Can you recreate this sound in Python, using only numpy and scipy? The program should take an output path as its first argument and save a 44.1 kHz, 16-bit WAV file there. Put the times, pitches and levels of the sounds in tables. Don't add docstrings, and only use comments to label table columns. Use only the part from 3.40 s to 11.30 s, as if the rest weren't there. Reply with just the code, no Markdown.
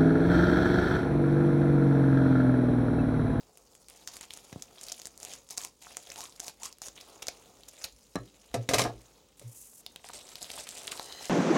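import sys
import numpy as np
from scipy import signal
from scipy.fft import rfft, irfft, next_fast_len
from scipy.io import wavfile
from scipy.ndimage import uniform_filter1d

SR = 44100
rng = np.random.default_rng(int(sys.argv[2]) if len(sys.argv) > 2 else 0)


def int16_out(signal):
    q = np.round(np.clip(np.atleast_2d(signal).T, -1, 1) * 32767)
    wavfile.write(sys.argv[1], SR, q.astype(np.int16))


N = 348257
EDGE_HZ = 16200

# hz, relative_db_per_hz
FIZZ_SPECTRUM = [(3500, -24), (4600, -4), (6000, -3), (6800, 1), (7600, -5), (10500, -7), (13000, -14),
                 (16000, -20)]
# hz, relative_db_per_hz
CREASE_SPECTRUM = [(1200, 1.5), (1700, -1), (2500, 3.5), (4000, 6), (5200, -9.5)]


def rustle():
    # hz, relative_db_per_hz
    padding_spectrum = [(200, -10), (350, 4.5), (550, 4), (750, 5), (1050, 0.5), (1350, -0.5),
                        (1900, -21.5)]
    # hz, relative_db_per_hz
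    pried_spectrum = [(3000, -10.5), (4000, -2.5), (5000, 0.5), (6500, -0.5), (8200, 2.5), (9500, -3),
                      (12000, -6.5), (16000, -32)]
    # time_s, pitch_hz
    pocket_pitch = [(.5, 696), (.72, 1010), (1.56, 570), (1.85, 730), (2.03, 524), (2.2, 1070), (2.45, 744),
                    (2.72, 554), (2.86, 1180), (3.0, 600), (3.06, 900), (3.2, 730), (3.25, 1100),
                    (3.3, 1110), (3.42, 760), (3.46, 630), (3.9, 554), (6.65, 740), (6.71, 1150),
                    (6.75, 610), (7.9, 690)]
    pry_s = 6.6
    pocket_width_hz, pocket_share = 360, 0.7

    s, (fizz_db, crease_db, pinched_db, loose_db) = friction()
    shared = evened(uniform_filter1d(rng.standard_normal(N), 250))
    drives = []
    for spectrum, grain in zip((FIZZ_SPECTRUM, CREASE_SPECTRUM, padding_spectrum), (0.48, 0.4, 0.2)):
        own = evened(uniform_filter1d(rng.standard_normal(N), 500))
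        clumps = amp(2.2 * shared + 1.8 * own)
        grains = grain * slips(spectrum)
        hiss = (1 - grain) * rng.standard_normal(N)
        drives.append(clumps * (grains + hiss))
    fizz_drive, crease_drive, padding_drive = drives

    t = np.arange(N) / SR
    cut, pried = coloured(fizz_drive, FIZZ_SPECTRUM), coloured(fizz_drive, pried_spectrum)
    fizz = patchy(np.where(t < pry_s, cut, pried))
    creases = patchy(coloured(crease_drive, CREASE_SPECTRUM))
    padding = coloured(padding_drive, padding_spectrum)
    hz = np.interp(t, *np.transpose(pocket_pitch))
    pocket = resonate(padding_drive, hz, pocket_width_hz)
    pocket = evened(resonate(pocket, hz, pocket_width_hz))
    pinched = evened(pocket_share * pocket + (1 - pocket_share) * padding)
    return (played(fizz, s, fizz_db) + played(creases, s, crease_db)
            + played(padding, s, loose_db) + played(pinched, s, pinched_db))


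def friction():
    # time_s, fizz_db, crease_re_fizz_db, loose_padding_re_fizz_db
    handling = [(0, -64, -0.5, -2), (.08, -70, -8, 1), (.45, -65.5, -17, -6.5), (1.1, -67.5, 1.5, 1),
                (1.75, -63, -9, -4), (2.33, -69.5, -10, -8), (2.9, -63.5, -4, -5.5), (3.38, -76, 2.5, -10),
                (3.7, -60.5, -2, 3), (4.15, -66, -3.5, 1.5), (4.6, -65, -9.5, -19), (5.05, -67, 0, -3.5),
                (5.65, -65.5, -3, -1), (5.95, -76.5, 0.5, -3), (6.55, -67.5, -5.5, -5),
                (6.85, -57, -2.5, -4.5), (7.25, -54, -7.5, -20), (7.5, -54, 0, 1.5),
                (7.64, -48.5, -12, -5.5), (7.79, -65, 7, 10.5), (7.89, -47, -16, -18)]
    # start_s, length_s, start_fizz_db, end_fizz_db, crease_re_fizz_db, pinched_padding_re_fizz_db
    crunches = [(0.49, 0.13, -62.5, -61, -2.5, -10), (0.674, 0.071, -48.5, -60.5, -9.5, -11),
                (0.736, 0.056, -50, -58.5, -4, -13), (0.81, 0.025, -51.5, -55, 2, -9),
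                (0.902, 0.34, -54.5, -65, -5.5, -19), (1.33, .17, -64, -49, -4, -11),
                (1.539, .13, -54, -60, -5.5, -14.5), (1.809, .14, -54, -50, -1, -7.5),
                (2.104, 0.027, -45.5, -50, -6, -6.5), (2.169, 0.079, -50, -46.5, -7, -8),
                (2.417, 0.3, -52.5, -63.5, -3, -9.5), (2.67, 0.16, -60, -57, 0, -1.5),
                (2.78, 0.076, -48, -50, -7.5, -4), (3.009, 0.074, -53.5, -44.5, -8.5, -7.5),
                (3.201, 0.06, -56, -43, -4, -4.5), (3.42, 0.051, -50.5, -47, -9, -9.5),
                (3.553, 0.053, -59.5, -57.5, -0.5, -13), (3.824, 0.013, -40, -56.5, 0, -15),
                (3.885, 0.01, -36, -57, -3.5, -12), (4.285, 0.017, -45.5, -56.5, -11, -13),
                (4.324, 0.092, -67, -54, -1.5, -7.5), (4.445, 0.0098, -39, -50.5, 3, -9.5),
                (6.64, 0.073, -56, -56, -5, -10), (6.734, 0.054, -44, -55, -7, -9.5),
                (6.794, 0.06, -56, -63, -2.5, -17), (6.87, 0.048, -59, -67, -10, -10),
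                (7.012, 0.073, -46.5, -54.5, -4, -12), (7.094, .11, -51.5, -44, -4.5, -9.5),
                (7.269, 0.053, -46.5, -52.5, -5, -17), (7.334, 0.12, -53, -54, -1.5, -12),
                (7.517, 0.014, -36, -50, -2, -15), (7.819, 0.035, -46.5, -49.5, -1.5, -21)]
    bite_db_per_s, let_go_db_per_s = 4500, 413

    t = np.arange(0, N, 64) / SR
    s, fizz_db, crease_db, body_db = np.transpose(handling)
    fizz, crease, loose = (amp(np.interp(t, s, fizz_db + db)) ** 2 for db in (0, crease_db, body_db))
    power = np.array([fizz, crease, np.full(len(t), 1e-15)])
    for start, length, from_db, to_db, crease_db, body_db in crunches:
        db = np.interp(t, [start, start + length], [from_db, to_db])
        db = db - bite_db_per_s * np.maximum(start - t, 0)
        db = db - let_go_db_per_s * np.maximum(t - start - length, 0)
        power += amp(db + np.array([[0], [crease_db], [body_db]])) ** 2
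    return t, 10 * np.log10([*power, loose])


def slips(spectrum):
    slips_per_s, ring_cycles = 1200, 4.9
    sizes = amp(5 * np.minimum(rng.exponential(1, N), 2.9)) * (rng.random(N) < slips_per_s / SR)
    pitches = np.geomspace(spectrum[1][0], spectrum[-2][0], num=8)
    patch, t = rng.integers(0, len(pitches), N), np.arange(1024) / SR
    out = np.zeros(N)
    for k, hz in enumerate(pitches):
        grain = hz * ring(t, hz, ring_cycles / hz)
        out += signal.oaconvolve(sizes * (patch == k), grain)[:N]
    return evened(out)


def patchy(x):
    patch_db = 2.5
    z = signal.stft(x, nperseg=256)[2]
    patches = uniform_filter1d(rng.standard_normal(z.T.shape), size=8, axis=0)
    patches = uniform_filter1d(patches, size=9, axis=1).T
    return evened(signal.istft(z * amp(patch_db * patches / patches.std()), nperseg=256)[1][:N])


def snaps():
    # time_s, level_db, ringing_hz
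    large = [(0.174, -34, 9000), (0.352, -35, 8360), (0.4853, -32, 7650), (.4998, -32, 9700),
             (0.6756, -20.5, 6150), (0.7684, -26.5, 9000), (0.811, -26, 7450), (0.8302, -32, 5930),
             (0.907, -26, 3430), (0.9368, -24, 7400), (0.974, -29, 6900), (1.2231, -22, 6170),
             (1.4127, -27.5, 7000), (1.433, -31.5, 6750), (1.485, -24, 4460), (1.5199, -19.5, 6700),
             (1.5226, -21.5, 6030), (1.5988, -29, 6300), (1.6178, -27, 5560), (1.6558, -22.5, 7150),
             (1.671, -25, 7340), (1.777, -31.5, 7600), (1.8017, -29.5, 7900), (1.8309, -23, 6630),
             (1.8504, -23, 6640), (1.9367, -24.5, 6450), (2.09, -34, 7100), (2.1074, -21, 6300),
             (2.1759, -18.5, 7400), (2.18, -15, 6700), (2.2163, -25.5, 6640), (2.2491, -18.5, 7660),
             (2.57, -18.5, 6200), (2.672, -37, 3680), (2.7024, -26.5, 5760), (2.7175, -35, 2430),
             (2.72, -26.5, 7040), (2.7597, -28.5, 6040), (2.8068, -24, 6000), (2.817, -28, 5900),
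             (2.8397, -26, 7750), (2.8555, -32, 3400), (2.9246, -39.5, 4100), (2.9615, -38, 4950),
             (2.9974, -27.5, 6950), (3.0019, -19.5, 6500), (3.0814, -22, 5740), (3.2334, -21, 6770),
             (3.2595, -31, 6500), (3.327, -32, 5170), (3.385, -37, 9500), (3.4185, -21.5, 6640),
             (3.4845, -25.5, 6300), (3.6115, -31, 5340), (3.8247, -30.5, 5840), (3.87, -23.5, 6550),
             (3.8836, -16.5, 5360), (3.887, -29, 2060), (4.235, -35, 4300), (4.2927, -39, 6800),
             (4.4416, -19.5, 5140), (4.445, -22, 4330), (5.9962, -31, 9300), (6.4643, -24, 3860),
             (6.5611, -29, 3280), (6.644, -37, 2540), (6.6887, -28.5, 7540), (6.8908, -32.5, 6040),
             (6.956, -24.5, 4380), (7.018, -28.5, 4200), (7.045, -33, 3960), (7.1029, -21.5, 3780),
             (7.2902, -22.5, 7600), (7.3124, -31, 7050), (7.383, -28, 8600), (7.434, -32, 8350),
             (7.472, -23, 8650), (7.4786, -20.5, 3500), (7.5186, -20, 6660), (7.576, -30.5, 4000),
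             (7.5964, -24, 4280), (7.725, -28, 4260), (7.8554, -22.5, 6300)]
    small_count, small_hz, small_octaves = 420, 6200, 0.53
    small_re_fizz_db, small_spread_db = 12, 6
    undertone_db, resnap_db, resnap_max_s = -15, -7, 0.0022
    crackle_db, crackle_spread_db, crackle_t60_s = -26, 3.5, 0.046
    burst_db, burst_spread_db, burst_t60_s = -11.5, -2, 0.0031

    out, t = np.zeros(N), np.arange(900) / SR
    at, levels = friction()
    when = rng.uniform(0, N / SR, small_count)
    size, pitch = rng.standard_normal((small_count, 2)).T
    small_db = np.interp(when, at, levels[0]) + small_re_fizz_db
    small_db = small_db + small_spread_db * np.minimum(size, 0.5)
    hz = np.minimum(small_hz * 2 ** (small_octaves * pitch), EDGE_HZ)
    rows = [*np.transpose([when, small_db, hz]), *large]

    noise, chance = rng.standard_normal((len(rows), len(t))), rng.random((len(rows), 4))
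    hisses, tears = coloured(noise, FIZZ_SPECTRUM), coloured(noise, CREASE_SPECTRUM)
    for (s, db, hz), n, hiss, tear, (low, *lags) in zip(rows, noise, hisses, tears, chance):
        u = t * hz / 0.6
        tones = np.sin(2 * np.pi * hz * t) + 0.19 * np.sin(2 * np.pi * 2.82 * hz * t)
        first = u * np.exp(1 - u) * tones
        first += amp(undertone_db) * ring(t, hz * (0.2 + 0.44 * low), 0.003)
        tick = first.copy()
        for k, lag in enumerate(lags):
            again = np.interp(t - resnap_max_s * lag, t, first, left=0)
            tick += amp(resnap_db * (1 + k)) * np.sign(n[k]) * again
        crackle = amp(crackle_db + crackle_spread_db * n[-1] - 60 * t / crackle_t60_s) * hiss
        burst = amp(burst_db + burst_spread_db * n[-1] - 60 * t / burst_t60_s) * evened(hiss[::-1] + tear)
        thud = amp(-39) * ring(t, 733, 0.096)
        add(out, s - 1 / hz, amp(db) * (tick + burst + crackle + thud))
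    return out


def pops():
    # time_s, level_db, pitch_hz
    pockets = [(2.469, -26.5, 1200), (3.081, -32.5, 706), (3.884, -22.5, 566), (6.645, -30, 734),
               (6.697, -26.5, 1140), (6.701, -25.5, 930), (7.178, -24, 940), (7.526, -25, 1200),
               (7.5968, -17, 850)]
    cycles_to_60_db = 4.2
    out, t = np.zeros(N), np.arange(900) / SR
    for s, db, hz in pockets:
        onset = np.minimum(2 * t * hz, 1)
        add(out, s, amp(db) * ring(t, hz, cycles_to_60_db / hz) * onset)
    return out


def knocks():
    # time_s, wood_db, steel_db, rattle_t60_s, bump_db, bump_hz, boom_db,
    # wood_tone_hz (nearest the blow); levels relative within each layer
    blows = [(1.127, -49.5, -36, 0.026, -33, 188, -64, 400), (1.16, -55, -77, 0.044, -28, 193, -90, 400),
             (4.7557, -30.5, -26, 0.014, -18.5, 310, -42.5, 1000),
             (4.7658, -48, -59, 0.04, -21, 276, -70, 800),
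             (5.1414, -23.5, -24.5, 0.074, -26.5, 250, -29, 540),
             (5.289, -24, -18, 0.081, -25, 260, -35, 526), (5.310, -27.5, -30.5, 0.16, -45, 250, -48, 600),
             (5.335, -22, -17.5, 0.15, -48, 250, -30, 650), (5.3425, -21.5, -14, 0.044, -30, 248, -57, 650),
             (5.3824, -25, -16.5, 0.19, -50, 250, -34.5, 560), (5.393, -20, -17, 0.038, -48, 250, -48, 700),
             (5.417, -26, -19, 0.047, -42, 250, -50, 448), (5.438, -30.5, -25.5, 0.038, -57, 250, -62, 750),
             (5.451, -26, -38, 0.062, -41, 250, -40.5, 686), (5.495, -40, -56, 0.04, -32, 250, -53, 530),
             (6.015, -49.5, -53, 0.4, -44, 300, -38.5, 400)]
    # mode_hz, level_db, t60_s
    wood_modes = [(208, -3.5, 0.05), (272, -4.5, 0.074), (400, -3.5, 0.02), (440, 0, 0.036),
                  (525, -1, 0.062), (659, 4, 0.025), (810, -5.5, 0.018), (1023, -3, 0.029),
                  (1200, -4.5, 0.058), (1290, -13, 0.09), (1655, 3, 0.019)]
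    # hz, relative_db_per_hz
    rattle_spectrum = [(530, -31), (900, 7.5), (1640, -2), (1810, 6), (2140, 12.5), (2830, 6), (3550, 7),
                       (5820, 9.5), (11700, -0.5), (16000, -15)]
    # mode_hz, level_db, t60_s
    blade_modes = [(1680, -7, .04), (2170, -4.5, 0.041), (2570, -7, .07), (4040, 5, 0.04),
                   (5650, -3, 0.041), (7100, -10, 0.032)]
    wood_db_per_octave = 7.5
    boom_hz, boom_rise_s = 119, 0.054

    out, t = np.zeros(N), np.arange(SR // 2) / SR
    crack = amp(-2 - 60 * t / 0.009)
    spread = rng.standard_normal((len(blows), len(wood_modes)))
    noise = rng.standard_normal((len(blows), len(t)))
    for (s, wood_db, steel_db, t60, bump_db, hz, boom_db, tone_hz), places, n in zip(blows, spread, noise):
        wood = np.zeros(len(t))
        for (f, db, decay), p in zip(wood_modes, places):
            mode_db = db + 2 * p - wood_db_per_octave * abs(np.log2(f / tone_hz))
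            wood += amp(mode_db) * np.sign(p) * ring(t, f * (1 + 0.027 * p), decay)
        wood = struck(wood, n[::-1] * (amp(-60 * t / 0.12) + crack))

        rattle = coloured(n, rattle_spectrum) * (amp(-60 * t / t60) + crack)
        rattle = rattle * np.minimum(t / 0.0011, 1) / 2.4
        blades = np.zeros(len(t))
        for (f, db, decay), p in zip(blade_modes, places[::-1]):
            blades += amp(db + 2.2 * p) * ring(t, f, decay)
        taps = n ** 3 * amp(-60 * t / 0.016)
        steel = rattle + amp(-8) / 3.1 * struck(blades, taps)

        turns = 1.18 * (t * hz) ** 0.55
        bump = np.sin(2 * np.pi * turns) * amp(-9 * t * hz) * np.minimum(t * hz * 9.1, 1)
        u = t / boom_rise_s
        boom = (u * np.exp(1 - u)) ** 6.5 * np.sin(2 * np.pi * boom_hz * t)
        add(out, s, amp(wood_db) * wood + amp(steel_db) * steel + amp(bump_db) * bump + amp(boom_db) * boom)
    return out


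def struck(modes, blow):
    sound = signal.fftconvolve(modes, blow)[:len(modes)]
    return sound * np.linalg.norm(modes) / np.linalg.norm(sound)


def slide():
    # time_s, level_db
    level = [(7.58, -55), (7.63, -58), (7.7, -49.5), (7.8, -49), (7.9, -53.5)]
    # mean_hz, width_less_30_hz, level_db
    resonances = [(1960, 220, 0), (3050, 150, 2.5), (4050, 150, 7), (4870, 560, -5), (6300, 300, -1)]
    waver_share, rise_share_per_s = 0.0046, 0.1

    start_s = level[0][0]
    t = np.arange(N - round(start_s * SR)) / SR
    skin, waver, swell = rng.standard_normal((3, len(resonances), len(t)))
    waver, swell = evened(uniform_filter1d(waver, 1500)), evened(uniform_filter1d(swell, 1200))
    sound = np.zeros(len(t))
    for (f, width, db), w, v in zip(resonances, waver, swell):
        hz = f * (1 + waver_share * w + rise_share_per_s * (t - t.mean()))
        sound += amp(db + 1.3 * v) * resonate(skin[0], hz, width + 30)
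    out = np.zeros(N)
    add(out, start_s, evened(sound))
    return played(out, *np.transpose(level))


def sweep():
    # time_s, level_db
    level = [(5.97, -64), (6.046, -66.5), (6.172, -49), (6.268, -56.5), (6.406, -55), (6.45, -100)]
    # hz, relative_db_per_hz
    brush_spectrum = [(880, -56), (1500, -20), (4200, -16), (6830, 2), (10200, 1.5), (14900, -7),
                      (16000, -13)]
    flutter = amp(2.9 * evened(uniform_filter1d(rng.standard_normal(N), 300)))
    brush = coloured(flutter * rng.standard_normal(N), brush_spectrum)
    return played(brush, *np.transpose(level))


def shudders():
    # time_s, peak_db
    events = [(4.5, -57), (4.757, -50), (5.09, -53), (5.53, -48.5)]
    shudder_hz, rise_s = 52.5, 0.034
    out, t = np.zeros(N), np.arange(SR // 4) / SR
    u = t / rise_s
    for s, db in events:
        add(out, s, amp(db) * (u * np.exp(1 - u)) ** 2 * np.sin(2 * np.pi * shudder_hz * t))
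    return out


def room(x):
    # hz, t60_s
    decay = [(200, 0.51), (1000, 0.14), (4000, 0.22), (12000, 0.015)]
    taps = np.zeros(SR // 2)
    at = np.arange(180, len(taps) - 20, 20)
    taps[at + rng.integers(0, 20, len(at))] = rng.choice([-1., 1.], len(at))
    hz, t, z = signal.stft(taps, SR, nperseg=256)
    tail = signal.istft(z * amp(-60 * t / read(decay, hz)[:, None]), SR, nperseg=256)[1]
    tail = signal.sosfilt(signal.butter(2, 280, "high", fs=SR, output="sos"), tail)
    return signal.fftconvolve(x, tail / np.linalg.norm(tail))[:N]


def air():
    # hz, relative_db_per_hz
    air_spectrum = [(18, -35), (30, 6), (58, 5), (93, 3.5), (273, 5.5), (328, 1), (540, 6.5), (702, -12),
                    (822, -2), (1670, -16), (6550, -9.5), (12000, -21.5), (16000, -14)]
    swell = amp(1.8 * evened(uniform_filter1d(rng.standard_normal(N), 6000)))
    return amp(-65.5) * swell * coloured(rng.standard_normal(N), air_spectrum)


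def hum():
    # pitch_hz, rms_db
    tones = [(49.1, -79), (53.12, -75.4)]
    t = np.arange(N) / SR
    return sum(amp(db) * np.sqrt(2) * np.cos(2 * np.pi * hz * t) for hz, db in tones)


def amp(db):
    return 10 ** (np.asarray(db) / 20)


def evened(x):
    return x / np.sqrt(np.mean(x ** 2, axis=-1, keepdims=True) + 1e-20)


def read(points, hz):
    f, value = np.transpose(points)
    return np.interp(np.log(hz + 1), np.log(f + 1), value)


def add(mix, s, sound):
    part = mix[max(round(s * SR), 0):][:len(sound)]
    part += sound[:len(part)]


def played(sound, s, db):
    return sound * amp(np.interp(np.arange(N) / SR, s, db, left=-150, right=-150))


def coloured(x, spectrum):
    count = x.shape[-1]
    size = next_fast_len(count)
    gain = amp(read(spectrum, np.fft.rfftfreq(size, 1 / SR)))
    return evened(irfft(rfft(x, size) * gain, size)[..., :count])


def ring(t, hz, t60):
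    return np.sin(2 * np.pi * hz * t) * amp(-60 * t / t60)


def resonate(x, hz, width):
    turn = np.exp(2j * np.pi * np.cumsum(hz) / SR)
    r = np.exp(-np.pi * width / SR)
    return 2 * (turn * signal.lfilter([1 - r], [1, -r], x / turn)).real


def scene():
    near = rustle() + snaps() + pops() + knocks() + slide() + sweep() + shudders()
    return (near + amp(-15.5) * room(near) + air() + hum())[None]


def record(dry):
    lean = signal.sosfilt(signal.butter(3, 40, "high", fs=SR, output="sos"), dry)
    lowpass = signal.firwin(511, EDGE_HZ, window=("kaiser", 9), fs=SR)
    return signal.oaconvolve(lean, lowpass[None], "same")


dry = scene()
out = record(dry)
int16_out(out)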